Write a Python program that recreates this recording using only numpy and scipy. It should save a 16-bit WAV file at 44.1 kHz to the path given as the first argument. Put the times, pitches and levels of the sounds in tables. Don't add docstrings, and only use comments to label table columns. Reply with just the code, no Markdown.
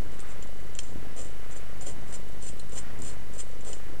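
import sys
import numpy as np
from scipy import signal
from scipy.fft import rfft, irfft
from scipy.io import wavfile

SR = 44100
rng = np.random.default_rng(int(sys.argv[2]) if len(sys.argv) > 2 else 0)


def file_out(sig):
    cols = np.atleast_2d(sig).T
    lim = np.clip(cols, -1, 1)
    pcm = np.round(lim * 32767).astype(np.int16)
    wavfile.write(sys.argv[1], SR, pcm)


N = 176400

GRAINS_PER_S, GRAIN_SPREAD_DB, JUDDER_DB, JUDDER_S = 8000, 2.3, 1.8, .0022
SCATTER = 0.8
BODY_HZ, BODY_WIDTH_HZ, BODY_DB = 3210, 180, -16.5
# f/Hz, level/dB
EDGE_LEFT = [(500, -17), (1500, -10), (2500, -15), (3200, -14), (3700, -14.5), (5500, -15.5), (6200, -11),
             (6850, -19), (7200, -6.5), (7750, -4), (8350, 1.5), (9150, -7.5), (10200, -24.5), (15000, -42)]
EDGE_RIGHT = [(500, -20), (1500, -22), (2500, -14.5), (3200, -13), (3700, -15.5), (5400, -13),
              (6200, -11.5), (6800, -1.5), (7250, 0.5), (7900, -4.5), (8600, -13.5), (9200, -22),
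              (10000, -20), (15000, -36.5)]
BLOCK_SPECTRUM = [(60, -14), (180, -8), (480, 6), (700, -2), (1100, -10.5), (2200, -21), (5000, -42)]
# start t/s, hardest t/s, end t/s, build-up/dB, scrape level/dB, rub level/dB, left minus right/dB
PUSHES = [(.116, 0.15, .16, 6, -59, -61, -1), (0.274, 0.32, .335, 7, -52.5, -49.5, -3),
          (0.576, 0.624, 0.61, 14, -58, -64, -8), (0.834, 0.84, 0.938, -8, -54, -60, -4),
          (1.17, 1.191, 1.25, 4, -44, -47.5, -2), (1.241, 1.26, 1.29, 8, -52.5, -51.5, -3),
          (1.512, 1.52, 1.54, 8, -50.5, -53, -4), (1.556, 1.574, 1.58, 6, -47.5, -50, -3),
          (1.812, 1.812, 1.87, 0, -47, -51, 0.5), (1.857, 1.869, 1.927, 16, -42, -46.5, 0),
          (2.071, 2.092, 2.17, 8, -53, -52.5, -2), (2.125, 2.17, 2.16, 6, -42, -56, 0),
          (2.409, 2.434, 2.455, 13, -45, -51, 2), (2.452, 2.487, 2.502, 9, -40, -69, 0),
          (2.72, 2.738, 2.78, -1, -49, -52.5, 0), (2.757, 2.786, 2.8, 9, -38, -55.5, -3),
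          (3.033, 3.07, 3.14, 5, -44.5, -51.5, 0.5), (3.33, 3.35, 3.39, 5, -50.5, -50, 1),
          (3.382, 3.409, 3.413, 9, -38, -68, 1), (3.652, 3.67, 3.796, 6, -45.5, -46.5, 0)]
def scraping():
    forces = np.array([push_force(*row[:4]) for row in PUSHES])
    scrape_db, rub_db, pan_db = np.transpose(PUSHES)[4:]
    sizes = amp(GRAIN_SPREAD_DB * np.minimum(rng.exponential(1, N), 4))
    sizes *= rng.random(N) < GRAINS_PER_S / SR
    paths = rng.standard_normal((3, N))
    grains = sizes * (np.sqrt(1 - SCATTER) * paths[0] + np.sqrt(SCATTER) * paths[1:])
    judder = unit_rms(amp(JUDDER_DB * wander(JUDDER_S)))
    envelope = amp([scrape_db + pan_db / 2, scrape_db - pan_db / 2]) @ forces
    scrape = unit_rms(grains) * judder * envelope
    t = np.arange(SR // 25) / SR
    ring = np.exp(-np.pi * BODY_WIDTH_HZ * t) * np.sin(2 * np.pi * BODY_HZ * t)
    body = amp(BODY_DB) * signal.oaconvolve(scrape.mean(axis=0), ring / np.linalg.norm(ring))[:N]
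    rub = colour(rng.standard_normal(N) * judder * (amp(rub_db) @ forces), BLOCK_SPECTRUM)
    return edge_colour(scrape) + body + rub * pan(3)


def push_force(start, hardest, end, build_db, fall_db=17, ramp_s=0.0028):
    t = np.arange(N) / SR
    gate = np.clip(np.minimum(t - start, end - t) / ramp_s + 1, 0, 1)
    before, after = np.interp(t, [start, hardest], [1, 0]), np.interp(t, [hardest, end], [0, 1])
    return gate * amp(-build_db * np.sin(np.pi / 2 * before) ** 2 - fall_db * after ** 2)


def edge_colour(x):
    return np.array([colour(x[0], EDGE_LEFT), colour(x[1], EDGE_RIGHT)])


SNAP_DB, SNAP_PEAK_S, SNAP_WIDTH_S, CHATTER_DB, CHATTER_S = -6.5, .0014, 0.00056, -5, 0.0039
BIT_HZ, BIT_T60_S, BIT_PAN_DB, BIT_DETUNE = 7150, 0.026, -8, 0.0091
CREAKS_PER_S, CREAK_DB = 14, -50.5
# t/s, snap level/dB, left minus right/dB, bit ring level/dB
CATCHES = [(.1184, -45, -7, -60), (.193, -37.5, -8, -52), (.2024, -35.5, 8, -52), (.305, -45.5, -4, -58),
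           (.4237, -36, -10, -37), (.4718, -46, -10, -60), (.7505, -34, -4.5, -42), (.7879, -22, -3.5, -36),
           (1.1644, -37, 1, -55), (1.3034, -46, -9, -50), (1.5102, -40, -2, -59), (1.5165, -40, 1, -57),
           (1.8092, -39, -9, -37.5), (2.126, -40, 3, -55), (2.2871, -45, -1, -64), (2.425, -35, -8, -46),
           (2.4642, -36, 7, -49), (2.5945, -36, 6, -62), (2.6942, -41.5, 2, -60), (2.7209, -37, 1, -51),
           (2.9892, -43, -10, -54), (3.0005, -41, 8, -56), (3.019, -30.5, 2, -36), (3.049, -35, 6, -48),
           (3.131, -50, -5, -49), (3.3361, -41, -14, -55), (3.3934, -39, 1, -39), (3.5126, -44, -6, -57),
           (3.608, -43, -11, -54), (3.6478, -33.5, 4, -52), (3.6702, -42, -3, -52),
           (3.7297, -31.5, -7, -39)]
def ticks():
    snaps, rings, t = np.zeros((2, N)), np.zeros(N), np.arange(SR // 25) / SR
    late = t - SNAP_PEAK_S
    chatter = amp(CHATTER_DB) * np.exp(-abs(late) / CHATTER_S) * (late > 0)
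    snap_shape = amp(SNAP_DB) * (np.exp(-(late / SNAP_WIDTH_S) ** 2) + chatter)
    ring_shape = np.minimum(t / SNAP_PEAK_S, 1) ** 2 * decay(t, BIT_T60_S)
    creak_times = np.flatnonzero(rng.random(N) < CREAKS_PER_S / SR) / SR
    creaks = [(s, CREAK_DB, -2, -np.inf) for s in creak_times]
    for s, db, pan_db, ring_db in list(CATCHES) + creaks:
        add(snaps, s, amp(db) * pan(pan_db) * snap_shape * rng.choice([-1., 1.], len(t)))
        hz = BIT_HZ * (1 + BIT_DETUNE * rng.standard_normal())
        add(rings, s + SNAP_PEAK_S / 2, amp(ring_db) * ring_shape * np.sin(2 * np.pi * hz * t))
    return edge_colour(snaps) + rings * pan(BIT_PAN_DB)


# f/(main mode f), level/dB, T60/s
PART_MODES = [(.68, -12, 0.017), (.87, -7.5, .016), (1, 1, 0.019), (1.26, -13, .012), (1.44, -18, 0.042),
              (1.75, -9, 0.021), (2.23, -14.5, 0.019)]
# t/s, level/dB, main mode f/Hz
IMPACTS = [(0.428, -41.5, 3060), (.7517, -45, 3190), (.79, -25.5, 3160), (2.4648, -52, 3130),
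           (2.598, -37, 4080), (3.099, -44, 4270), (3.731, -34, 3010)]
def knocks(rise_s=0.0014):
    out, t = np.zeros(N), np.arange(SR // 10) / SR
    for s, db, hz in IMPACTS:
        ring = sum(amp(mode_db) * decay(t, t60) * np.sin(2 * np.pi * (hz * ratio * t + rng.random()))
                   for ratio, mode_db, t60 in PART_MODES)
        add(out, s, amp(db) * np.minimum(t / rise_s, 1) * ring)
    return out


# f/Hz, level/dB
RUSTLE_SPECTRUM = [(200, -13), (700, 0), (1300, 3), (1900, 2.5), (2600, -3), (4000, -15.5), (8000, -24),
                   (15000, -36)]
# start t/s, end t/s, level/dB
GRIP_SHIFTS = [(-0.005, 0.547, -53.5), (0.567, 0.804, -59), (0.883, 1.203, -55.5), (1.135, 2.013, -54.5),
               (1.896, 2.244, -55.5), (2.7, 3.004, -53), (2.863, 3.387, -57), (3.64, 4.03, -56)]
def rustle(waver_db=1.2):
    t = np.arange(N) / SR
    speed = sum(amp(db) * np.sin(np.pi * np.clip((t - start) / (end - start), 0, 1))
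                for start, end, db in GRIP_SHIFTS)
    return colour(rng.standard_normal(N) * speed * amp(waver_db * wander(0.027)), RUSTLE_SPECTRUM)


# f/Hz, T60/s
REVERB_TIMES = [(300, 0.057), (3000, 0.093), (8000, 0.11), (15000, 0.1)]
def room(x, tail_db=-5.5, early_db=-7, early_decay_s=0.0091):
    t = np.arange(SR // 2) / SR
    noise = rng.standard_normal((2, len(t)))
    hz, times, spectra = signal.stft(noise, SR, nperseg=256)
    spectra *= decay(times, lookup(REVERB_TIMES, hz)[:, None])
    tail = signal.istft(spectra, SR)[1][:, :len(t)] * np.minimum(t / 0.0067, 1)
    early = rng.choice([-1., 1.], noise.shape) * (rng.random(noise.shape) < .06)
    early *= np.exp(-t / early_decay_s) * (t > .001)
    response = sum(amp(db) * part / np.linalg.norm(part, axis=1, keepdims=True)
                   for db, part in ((tail_db, tail), (early_db, early)))
    return x + signal.fftconvolve(x, response, axes=1)[:, :N]


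def electrical_ticking(rate_hz=29.94, first_s=.0273, gap_s=.0018, width_s=.0017, jitter_s=0.00023):
    out = np.zeros(N)
    for s in np.arange(first_s, N / SR, 1 / rate_hz) - width_s / 2:
        for delay_s, db, spread_db in ((0, -35.5, 0.88), (gap_s, -39, 2.0)):
            add(out, rng.normal(s + delay_s, jitter_s), amp(rng.normal(db, spread_db)) * pulse(width_s))
    return out


def electrical_sputter(db=-39.5, base_per_s=45, surge_per_s=260, surge_s=.1, width_s=0.0023):
    out = np.zeros(N)
    from_surge = (np.arange(N) / SR + .5) % 1 - .5
    rate = base_per_s + surge_per_s * np.exp(-(from_surge / surge_s) ** 2)
    for i in np.flatnonzero(rng.random(N) < rate / SR):
        add(out, i / SR, amp(rng.normal(db, 2.2)) * pulse(width_s * rng.lognormal(sigma=0.5)))
    return out


# f/Hz, relative level/dB
AIR_SPECTRUM = [(10, 10.5), (28, 7), (42, -11), (70, -3), (120, -3.5), (250, -11), (500, -11.5),
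                (800, -16.5), (1300, -17), (1950, -16.5), (2600, -22), (2980, -22), (3400, -23),
                (5500, -26), (7400, -26.5), (10000, -29.5), (15500, -31.5)]
# f/Hz, correlation coefficient
AIR_CORRELATION = [(30, 0.99), (190, 1), (270, 0.76), (600, 0.88), (1200, 0.99), (2000, 1), (5000, 0.99),
                   (7400, 0.8), (10000, 1), (15000, 1)]
def air(db=-46):
    hz = np.fft.rfftfreq(N, 1 / SR)
    mid, side = rfft(rng.standard_normal((2, N))) * amp(lookup(AIR_SPECTRUM, hz))
    correlation = np.clip(lookup(AIR_CORRELATION, hz), -1, 1)
    mid, side = mid * np.sqrt(1 + correlation), side * np.sqrt(1 - correlation)
    return amp(db) * unit_rms(irfft(np.array([mid + side, mid - side]), N))


# f/Hz, rms level/dB
HUM_TONES = [(50, -48), (119.9, -61.5), (180, -62), (1000, -72.5), (1217, -70), (1997.8, -67.5),
             (2926.7, -69), (2997.6, -74.5), (5853.5, -78), (11707, -93)]
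def hum():
    t = np.arange(N) / SR
    return sum(np.sqrt(2) * amp(db) * np.sin(2 * np.pi * (hz * t + rng.random())) for hz, db in HUM_TONES)


def amp(db):
    return 10 ** (np.asarray(db) / 20)


def pan(db):
    return amp([[db / 2], [-db / 2]])


def decay(t, t60):
    return np.exp(-np.log(1000) * t / t60)


def pulse(width_s):
    return np.sin(np.pi * np.arange(0, width_s, 1 / SR) / width_s) ** 2


def unit_rms(x):
    return x / np.sqrt(np.mean(x ** 2) + 1e-20)


def wander(step_s):
    return unit_rms(np.interp(np.arange(N) / SR / step_s, np.arange(N), rng.standard_normal(N)))


def lookup(table, hz):
    f, value = np.transpose(table)
    return np.interp(np.log(hz + 1), np.log(f + 1), value)


def colour(x, spectrum, size=4096):
    log_gain = np.log(amp(lookup(spectrum, abs(np.fft.fftfreq(size, 1 / SR)))))
    taps = np.fft.ifft(np.exp(np.conj(signal.hilbert(log_gain)))).real[:size // 2]
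    return signal.oaconvolve(x, taps / np.linalg.norm(taps))[:N]


def add(mix, start_s, sound):
    part = mix[..., max(round(start_s * SR), 0):][..., :sound.shape[-1]]
    part += sound[..., :part.shape[-1]]


def scene():
    knock, exposed = knocks(), amp(-6)
    drill = room(scraping() + ticks() + exposed * knock) + (1 - exposed) * knock
    return drill + rustle() + electrical_ticking() + electrical_sputter() + air() + hum()


def record(dry, cutoff_hz=15800, offset=-.137):
    lowpass = signal.firwin(511, cutoff_hz, window=("kaiser", 9), fs=SR)
    return signal.oaconvolve(dry, lowpass[None], "same") + offset


dry = scene()
out = record(dry)
file_out(out)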